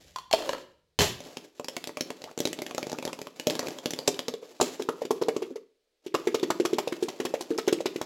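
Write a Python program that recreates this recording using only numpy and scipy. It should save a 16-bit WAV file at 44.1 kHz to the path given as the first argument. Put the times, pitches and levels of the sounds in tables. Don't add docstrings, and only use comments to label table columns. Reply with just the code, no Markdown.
import sys
import numpy as np
from scipy import signal
from scipy.fft import rfft, irfft, next_fast_len
from scipy.io import wavfile

SR = 44100
rng = np.random.default_rng(int(sys.argv[2]) if len(sys.argv) > 2 else 0)


def waveform_to_disk(signal):
    frames = np.transpose(np.atleast_2d(signal))
    scaled = np.clip(frames, -1, 1) * 32767
    samples = np.round(scaled).astype(np.int16)
    wavfile.write(sys.argv[1], SR, samples)


N = 355005
TIME = np.arange(N) / SR
AGE = np.arange(int(.2 * SR)) / SR


def from_db(db):
    return 10 ** (np.asarray(db) / 20)


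def rms_one(x):
    return x / np.sqrt(np.mean(x ** 2) + 1e-20)


def at_level(x, db):
    return from_db(db) * x / np.sqrt(np.sum(x ** 2) / (SR / 100) + 1e-20)


def add(track, start_s, sound):
    i = int(start_s * SR)
    track[i:i + len(sound)] += sound[:N - i]


def fade(t60_s, rise_s):
    return (1 - np.exp(-(AGE / rise_s) ** 2)) * np.exp(-np.log(1000) * AGE / t60_s)


def coloured(x, spectrum):
    hz, db = np.transpose(spectrum)
    size = next_fast_len(len(x))
    freqs = np.maximum(np.fft.rfftfreq(size, 1 / SR), 1)
    gain = from_db(np.interp(np.log(freqs), np.log(hz), db))
    return irfft(rfft(x, size) * gain, size)[:len(x)]


def unevenness(per_s, spread_db):
    steps = rng.normal(0, spread_db, int(N / SR * per_s) + 2)
    return from_db(np.interp(TIME * per_s, np.arange(len(steps)), steps))


def grains(per_s, spread_db, size):
    born = rng.random(size) < per_s / SR
    signs = rng.choice([-1, 1], size)
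    return born * signs * from_db(spread_db * np.minimum(rng.exponential(1, size), 4))


def resonate(x, hz, width_hz):
    r = np.exp(-np.pi * width_hz / SR)
    feedback = [1, -2 * r * np.cos(2 * np.pi * hz / SR), r * r]
    return signal.lfilter(np.array([1, 0, -1]) * (1 - r * r) / 2, feedback, x)


def gliding_resonance(x, curve, width_hz):
    hz = np.interp(TIME, *np.transpose(curve)) * unevenness(per_s=12, spread_db=.5)
    carrier = np.exp(2j * np.pi * np.cumsum(hz) / SR)
    r = np.exp(-np.pi * width_hz / SR)
    return 2 * np.real(carrier * signal.lfilter([1 - r], [1, -r], x / carrier))


def struck(modes, tuning, rise_s, sag=0):
    strengths, dampings = np.exp(rng.normal(0, [[.3], [.2]], (2, len(modes))))
    turns = tuning * np.cumsum(1 + sag * (np.exp(-AGE / .0072) - .5)) / SR
    return sum(strength * from_db(db) * np.sin(2 * np.pi * f * turns) * fade(t60_s / damping, rise_s)
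               for strength, damping, (f, db, t60_s) in zip(strengths, dampings, modes))


def bubbles(delays_s, pitches_hz, cycles):
    turns = np.maximum(AGE - delays_s[:, None], 0) * pitches_hz[:, None]
    strengths = from_db(rng.normal(0, 4, (len(delays_s), 1)))
    bend = 1 + .05 * np.minimum(turns / cycles, 1)
    decay = np.exp(-np.log(1000) * turns / cycles)
    return np.sum(strengths * np.sin(2 * np.pi * turns * bend) * decay, axis=0)


# frequency_hz, gain_db
AIR_SPECTRUM = [(40, -13), (180, -26.5), (460, -4.5), (900, -25), (4200, -19.5), (6000, -25.5),
                (16000, -37.5)]
def room_air():
    return from_db(-79) * rms_one(coloured(rng.standard_normal(N), AIR_SPECTRUM))


# frequency_hz, gain_db
LOW_SPECTRUM = [(25, -19.5), (60, 5), (100, 0), (180, -1.5), (900, -72)]
def low_rumble(start_db=-63, fall_db_per_s=16):
    noise = rms_one(coloured(rng.standard_normal(N), LOW_SPECTRUM))
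    return noise * from_db(start_db - fall_db_per_s * TIME)


# frequency_hz, gain_db
TAIL_SPECTRUM = [(80, 2), (200, 5.5), (400, 2.5), (700, -4.5), (1100, -1.5), (3000, 2), (7000, 0),
                 (15000, 4.5)]
# delay_s, gain_db
REFLECTIONS = [(.0036, -29), (.0068, -21.5), (0.0115, -14), (0.017, -19.5)]
def kitchen(x, t60_s, treble_t60_s, tail_db):
    t = TIME[:int(.6 * SR)]
    noise = coloured(rng.standard_normal(len(t)), TAIL_SPECTRUM)
    low = signal.sosfiltfilt(signal.butter(2, 5000, fs=SR, output="sos"), noise)
    tail = low * from_db(-60 * t / t60_s) + (noise - low) * from_db(-60 * t / treble_t60_s)
    tail *= 1 - np.exp(-(t / .0051) ** 2)
    response = from_db(tail_db) * tail / np.sqrt(np.sum(tail ** 2))
    response[0] = 1
    for delay_s, db in REFLECTIONS:
        response[int(delay_s * SR)] += from_db(db)
    return signal.fftconvolve(x, response)[:N]


# time_s, pitch_hz
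CAVITY_PITCH = [(3.3, 582), (4.2, 477.6), (4.6, 450.7)]
def tub_cavity(x):
    ringing = x + from_db(-3.5) * gliding_resonance(x, CAVITY_PITCH, width_hz=20)
    bass_loss = signal.butter(1, 110, "high", fs=SR, output="sos")
    return signal.sosfilt(bass_loss, ringing)


# frequency_hz, gain_db
BRITTLE_SPECTRUM = [(900, -37.5), (1600, -2.5), (2400, -0.5), (3900, 0), (5500, -1.5), (7400, -2.5),
                    (8500, -14), (9600, -15.5), (11300, -9), (13500, -17.5), (16000, -21)]
def brittle(x):
    return coloured(x, BRITTLE_SPECTRUM)


def crack(hz, envelope, ring_db=10.5, width_hz=275):
    snaps = brittle(grains(per_s=14000, spread_db=.98, size=len(AGE)))
    return (snaps + from_db(ring_db) * resonate(snaps, hz, width_hz)) * envelope


# frequency_hz, gain_db
SLAP_SPECTRUM = [(400, -21.5), (620, 12.5), (950, -0.5), (1280, -1), (1600, -19), (2600, -25.5),
                 (5000, -43)]
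def slap(t60_s, rise_s):
    return coloured(rng.standard_normal(len(AGE)), SLAP_SPECTRUM) * fade(t60_s, rise_s)


# pitch_ratio, level_db, t60_s
DRUM_MODES = [(0.691, -9, 0.097), (0.998, 16.5, 0.034), (1.379, -3.5, 0.057)]
def drum(hz, rise_s, sag=0, decay_scale=1):
    modes = [(ratio, db, t60_s * decay_scale) for ratio, db, t60_s in DRUM_MODES]
    return struck(modes, hz, rise_s, sag)


# frequency_hz, gain_db
RUB_SPECTRUM = [(40, -32), (130, -15.5), (260, -1.5), (480, 1.5), (1100, -12.5), (5000, -36)]
# start_s, end_s, rumble_db, swish_db
RUBS = [(0, 0.111, -64.5, -60.5), (0.382, 0.5, -44, -48), (1.187, 1.417, -53, -58),
        (1.548, 1.658, -69, -67), (1.698, 2.31, -54.5, -61), (2.382, 3.247, -51, -57),
        (3.356, 3.444, -51.5, -57), (3.464, 3.751, -43.5, -52.5), (3.83, 4.294, -49.5, -58),
        (4.414, 4.6, -58, -61), (4.612, 4.664, -38.5, -40), (4.794, 5.447, -54.5, -61),
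        (6.02, 6.127, -67.5, -72), (6.163, 8.05, -50.5, -58)]
def rubbing(attack_s=.0038, release_db_per_s=136.5):
    pressure = unevenness(per_s=60, spread_db=3)
    rumble = rms_one(coloured(rng.standard_normal(N), RUB_SPECTRUM) * pressure)
    grit = brittle(grains(per_s=4000, spread_db=3.5, size=N))
    swish = rms_one(grit * pressure * unevenness(per_s=200, spread_db=1.5))
    out = np.zeros(N)
    for start_s, end_s, rumble_db, swish_db in RUBS:
        attack = np.clip((TIME - start_s) / attack_s, 0, 1)
        release = from_db(-release_db_per_s * np.maximum(TIME - end_s, 0))
        out += attack * release * (from_db(rumble_db) * rumble + from_db(swish_db) * swish)
    return out


# start_s, length_s, first_hz, last_hz, level_db
BUBBLE_CHAINS = [(2.26, 0.034, 590, 1400, -50), (2.929, 0.022, 625, 1340, -43),
                 (3.069, 0.032, 625, 1310, -42), (3.606, 0.049, 2310, 1106, -48.5)]
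def squelches(count=12, gain_db=7.5):
    out = np.zeros(N)
    for start_s, length_s, first_hz, last_hz, db in BUBBLE_CHAINS:
        along = np.linspace(0, 1, count) + rng.normal(0, .04, count)
        pitches = first_hz * (last_hz / first_hz) ** along * np.exp(rng.normal(0, .05, count))
        add(out, start_s, at_level(bubbles(along * length_s, pitches, cycles=11), db + gain_db))
    return out


PIECE_HZ = 3006
# start_s, level_db
TICKS = [(4.1432, -42.5), (4.339, -41.5), (4.8223, -38.5), (5.0525, -44), (6.3965, -43.5), (6.659, -34.5),
         (7.1013, -48), (7.4225, -44.5), (7.5778, -36.5), (7.669, -47)]
def loose_bits():
    out = np.zeros(N)
    for start_s, db in TICKS:
        tick = crack(PIECE_HZ * rng.uniform(1, 2), fade(t60_s=.017, rise_s=.00032))
        add(out, start_s, at_level(tick, db))
    return out


# time_s, pitch_hz
LID_TONE = [(.19, 1030), (.31, 810), (.336, 650), (.49, 560), (.58, 535), (1.01, 428)]
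def lid_scrape(start_s=.375, end_s=.51, level_db=-39.5):
    slips = grains(per_s=120, spread_db=1, size=N) * (TIME > start_s) * (TIME < end_s)
    tone = gliding_resonance(slips, LID_TONE, width_hz=70)
    active_share = (end_s - start_s) * SR / N
    return from_db(level_db) * rms_one(tone) * np.sqrt(active_share)


# nominal_hz, level_db, t60_s
RIM_MODES = [(2897, 3.5, 0.012), (3180, 5.5, 0.027), (4340, 9.5, 0.014), (5630, -0.5, 0.0073)]
# nominal_hz, level_db, t60_s
TUB_MODES = [(1036, 1, 0.018), (1390, -2.5, .015), (1700, -3.5, 0.013)]
# start_s, pop_db, click_db
LID_CONTACTS = [(.16, -31.5, -39), (.185, -36, -43.5), (.312, -34, -35.5), (.3285, -35.5, -23.5),
                (.336, -15, -29.5), (.345, -29, -34.5), (.422, -42, -50), (.439, -47.5, -59.5),
                (.492, -25.5, -33), (.532, -31, -40), (.548, -35.5, -53), (.581, -43.5, -53),
                (.989, -26, -25), (.996, -43.5, -26), (1.006, -26, -22.5), (1.018, -28, -35.5)]
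def lid_closing(seated_s=.4):
    out = np.zeros(N)
    for start_s, pop_db, click_db in LID_CONTACTS:
        pop = drum(np.interp(start_s, *np.transpose(LID_TONE)), rise_s=.00054)
        add(out, start_s, at_level(pop, pop_db))
        knock = struck(TUB_MODES, tuning=.95, rise_s=.0004)
        add(out, start_s, (start_s > seated_s) * at_level(knock, pop_db - 2))
        snap = brittle(rng.standard_normal(len(AGE))) * fade(t60_s=.025, rise_s=.0002)
        grip = np.exp(rng.normal(0, .04))
        ring = struck(RIM_MODES, grip, rise_s=.0002)
        add(out, start_s, at_level(snap, click_db - 3) + at_level(ring, click_db - 2.5))
    return out


# nominal_hz, level_db, t60_s
COUNTER_MODES = [(96.1, -7.5, 0.039), (118, 4, 0.042), (156, -1.5, 0.074), (250, -3.5, 0.068),
                 (274, 0, .06), (359, 0, 0.12)]
# start_s, thud_db, buzz_db
PALM_BLOWS = [(0.989, -24.5, -27), (0.999, -27, -30), (1.013, -22, -21)]
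def palm_blows():
    out = np.zeros(N)
    for start_s, thud_db, buzz_db in PALM_BLOWS:
        thud = struck(COUNTER_MODES, tuning=.99, rise_s=.0021)
        add(out, start_s, at_level(thud, thud_db))
        buzz = brittle(rng.standard_normal(len(AGE))) * fade(t60_s=.27, rise_s=.001)
        clap = slap(t60_s=.22, rise_s=.001)
        add(out, start_s, at_level(buzz, buzz_db) + at_level(clap, buzz_db - 2.5))
    return out


# nominal_hz, level_db, t60_s
WALL_MODES = [(253, 3.5, 0.051), (320, 11, 0.03), (397.5, 16.5, 0.026), (479, 16, 0.028), (620, 8.5, 0.045)]
# start_s, crack_db, thump_db, ping_hz
SHELL_IMPACTS = [(1.2044, -32, -45, 6100), (1.3703, -24, -35.5, 2830), (1.5969, -31.5, -31.5, 2700),
                 (1.6447, -26.5, -43.5, 4840), (1.684, -19.5, -35.5, 5150), (1.766, -19, -33.5, 2170),
                 (1.8408, -22.5, -44, 2450), (1.8731, -23.5, -36.5, 4500), (1.8929, -32.5, -38.5, 2020),
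                 (1.971, -23, -33.5, 2430), (2.0084, -14, -30.5, 5530), (2.1038, -25.5, -32.5, 3130),
                 (2.2189, -32.5, -55, 4360), (2.2404, -27, -39.5, 3220), (2.3128, -40, -51.5, 4460),
                 (2.3765, -24.5, -30, 7300), (2.389, -24.5, -51, 7500), (2.4031, -17, -25, 6000),
                 (2.4534, -13, -24.5, 4000), (2.473, -20.5, -29, 4600), (2.5299, -21, -38, 2420),
                 (2.589, -26.5, -33.5, 3740), (2.6192, -22.5, -30.5, 2200), (2.6644, -23.5, -42.5, 2080),
                 (2.7099, -28, -37.5, 2450), (2.7475, -25, -34.5, 2600), (2.7803, -20, -27, 6500),
                 (2.8288, -21.5, -31.5, 2330), (2.8687, -29.5, -31.5, 2470), (2.897, -27.5, -39.5, 2560),
                 (2.9174, -26.5, -35, 4700), (2.93, -27, -31.5, 6100), (2.986, -24, -32, 2600),
                 (3.026, -27, -35.5, 2440), (3.052, -20.5, -30, 3930), (3.0767, -25, -31, 3200),
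                 (3.13, -24, -37.5, 2450), (3.1895, -32, -38.5, 3130), (3.2161, -27, -37.5, 2420),
                 (3.27, -31.5, -39, 3300), (3.3976, -20.5, -37, 2930), (3.4702, -12.5, -18.5, 5000),
                 (3.4992, -16, -31.5, 3320), (3.5055, -20, -30, 4940), (3.553, -22.5, -32, 3340),
                 (3.5928, -15.5, -29, 5850), (3.6289, -33.5, -35, 2650), (3.6704, -23.5, -36, 2400),
                 (3.684, -24.5, -31, 2520), (3.7061, -32, -50, 3000), (3.7863, -27, -46.5, 3300),
                 (3.858, -15, -25, 3270), (3.9067, -19.5, -43.5, 6000), (3.935, -20.5, -31.5, 3330),
                 (3.9889, -19, -32.5, 4800), (4.0754, -14.5, -45, 3980), (4.0779, -8, -19, 5930),
                 (4.1916, -16.5, -32, 3360), (4.2824, -18, -27.5, 3050), (4.6111, -33, -24.5, 3420),
                 (4.6137, -12.5, -26.5, 7050), (4.628, -19.5, -36.5, 8000)]
def shell_knocks(crack_gain_db=-14, thump_gain_db=-1, knock_hz=782):
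    out = np.zeros(N)
    crumbling = from_db(-21.5) * fade(t60_s=.027, rise_s=.00098)
    envelope = fade(t60_s=.0027, rise_s=.00063) + crumbling
    mean_thump_db = np.mean(SHELL_IMPACTS, axis=0)[2]
    for start_s, crack_db, thump_db, ping_hz in SHELL_IMPACTS:
        grip = np.exp(rng.normal(0, .1))
        thump = struck(WALL_MODES, grip, rise_s=.0011)
        add(out, start_s, at_level(thump, thump_db + thump_gain_db))
        knock = np.sin(2 * np.pi * knock_hz * grip ** 2 * AGE) * fade(t60_s=.013, rise_s=.00026)
        add(out, start_s, at_level(knock, -40 + .45 * (thump_db - mean_thump_db)))
        clack = crack(ping_hz, envelope, ring_db=9, width_hz=190)
        add(out, start_s, at_level(clack, crack_db + crack_gain_db))
    return out


# start_s, level_db, t60_s
FRACTURES = [(4.08, -28.5, 0.036), (4.611, -26.5, 0.1)]
def shell_breaking():
    out = np.zeros(N)
    for start_s, db, t60_s in FRACTURES:
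        crackle = brittle(grains(per_s=3700, spread_db=7.5, size=len(AGE)))
        crackle += from_db(11) * resonate(crackle, hz=7800, width_hz=1300)
        add(out, start_s, at_level(crackle * fade(t60_s, rise_s=.00064), db))
    return out


def air_pocket(length_s, low_hz, high_hz):
    progress = np.minimum(AGE / length_s, 1)
    phase = 2 * np.pi * np.cumsum(low_hz + (high_hz - low_hz) * progress) / SR
    return np.sin(phase) * np.sin(np.pi * np.sqrt(progress))


def shell_clump(tone_hz):
    knots = AGE[::50]
    ragged = from_db(np.interp(AGE, knots, rng.normal(0, 5, len(knots))))
    return crack(tone_hz * np.exp(rng.normal(0, .16)), ragged * fade(t60_s=.024, rise_s=.00052))


def spatter(lag_s, count=10):
    delays = lag_s * rng.gamma(3, 1, count)
    typical_hz = np.exp(rng.uniform(np.log(1700), np.log(5500)))
    pitches = typical_hz * np.exp(rng.normal(0, .35, count))
    return bubbles(delays, pitches, cycles=14)


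# time_s, typical_hz
FROTH_PITCH = [(5.3, 995), (6.3, 2570)]
def froth(start_s, lag_s=.017, count=10):
    typical_hz = np.interp(start_s, *np.transpose(FROTH_PITCH))
    pitches = typical_hz * np.exp(rng.normal(0, .35, count))
    return bubbles(lag_s * rng.gamma(2, 1, count), pitches, cycles=20)


# time_s, level_db
CRUNCH_GROWTH = [(4.3, -54), (5.4, -46.5), (6.2, -41.5), (8, -40.5)]
# start_s, boom_db, pitch_hz, slap_db
LANDINGS = [(4.085, -15, 412, -35), (4.287, -29.5, 444, -39), (4.338, -24, 441, -44),
            (4.427, -33, 453, -48.5), (4.6, -26.5, 362, -21), (4.6125, -11.5, 404, -18.5),
            (4.623, -21, 446, -38.5), (4.796, -20.5, 402, -34.5), (4.817, -27, 388, -41),
            (4.888, -17.5, 443, -21.5), (5.018, -20, 486, -39), (5.051, -25, 390, -42),
            (5.107, -13.5, 408, -21), (5.214, -20.5, 397, -40.5), (5.22, -14.5, 419.6, -28.5),
            (5.284, -14, 447, -23), (5.364, -18, 394, -33.5), (5.421, -19, 392, -38.5),
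            (5.505, -27.5, 370, -76.5), (5.557, -25.5, 428, -49), (6.063, -24, 377, -52),
            (6.142, -15.5, 391, -29), (6.148, -28, 363, -20), (6.271, -11.5, 387, -36.5),
            (6.344, -15, 429, -26.5), (6.429, -12.5, 367, -35.5), (6.503, -18.5, 363, -19),
            (6.599, -10, 369, -44.5), (6.651, -19, 375, -25), (6.73, -13, 371, -46.5),
            (6.784, -20, 393, -20), (6.874, -20, 496, -36), (6.923, -20.5, 354, -37),
            (7.025, -13.5, 379, -44.5), (7.084, -27.5, 363, -30.5), (7.2, -19, 387, -37),
            (7.251, -20, 370, -30), (7.339, -15.5, 528, -44.5), (7.408, -27.5, 364, -33),
            (7.505, -14.5, 335, -57.5), (7.584, -20, 399, -27.5), (7.676, -10.5, 386, -28),
            (7.726, -11, 360, -33), (7.805, -21, 520, -51.5), (7.857, -16, 384, -27),
            (7.959, -21, 358, -44.5), (8.014, -25.5, 540, -30.5)]
def wet_knocks(hardening=.23, octaves_per_db=.6, late_loss_db_per_s=409):
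    out = np.zeros(N)
    times, booms, _, slaps = np.transpose(LANDINGS)
    force_db = .38 * booms + .4 * slaps
    crunches = np.interp(times, *np.transpose(CRUNCH_GROWTH)) + force_db - force_db.mean()
    for (start_s, boom_db, hz, slap_db), crunch_db in zip(LANDINGS, crunches):
        softness, pocket_tuning = np.exp(rng.normal(0, [.25, .1]))
        softness *= from_db(-hardening * (slap_db - boom_db - np.mean(slaps - booms)))
        held = min(1, (450 / hz) ** 4)
        boom = drum(hz, rise_s=.0023 * softness * held, sag=rng.normal(.1, .13), decay_scale=held)
        wall = struck(WALL_MODES, tuning=1, rise_s=.00072)
        add(out, start_s, at_level(boom, boom_db - 7) + at_level(wall, boom_db - 21))
        chirp = air_pocket(.00536 * softness, 520 * pocket_tuning, 1500 * pocket_tuning)
        smack = slap(t60_s=.02, rise_s=.0067)
        add(out, start_s, at_level(chirp, slap_db - 5.5) + at_level(smack, slap_db - 8))
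        tone_hz = PIECE_HZ * 2 ** (octaves_per_db * (slap_db - slaps.mean()))
        for lag_s in np.array([0, .003, .007]) * softness:
            clump_db = crunch_db - late_loss_db_per_s * lag_s
            add(out, start_s + lag_s, at_level(shell_clump(tone_hz), clump_db))
        add(out, start_s, at_level(spatter(lag_s=.0028 * softness), crunch_db + 2))
        add(out, start_s, at_level(froth(start_s), crunch_db - 11))
    return out


def scene():
    closing = lid_closing() + palm_blows() + lid_scrape()
    on_counter = kitchen(closing, t60_s=.46, treble_t60_s=.33, tail_db=-6.5)
    shaking = shell_knocks() + shell_breaking() + wet_knocks() + loose_bits() + squelches() + rubbing()
    in_hands = kitchen(tub_cavity(shaking), t60_s=.37, treble_t60_s=.25, tail_db=-10.5)
    return (on_counter + in_hands + room_air() + low_rumble())[None]


def record(dry):
    return signal.sosfilt(signal.ellip(10, .2, 70, 16200, fs=SR, output="sos"), dry)


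dry = scene()
out = record(dry)
waveform_to_disk(out)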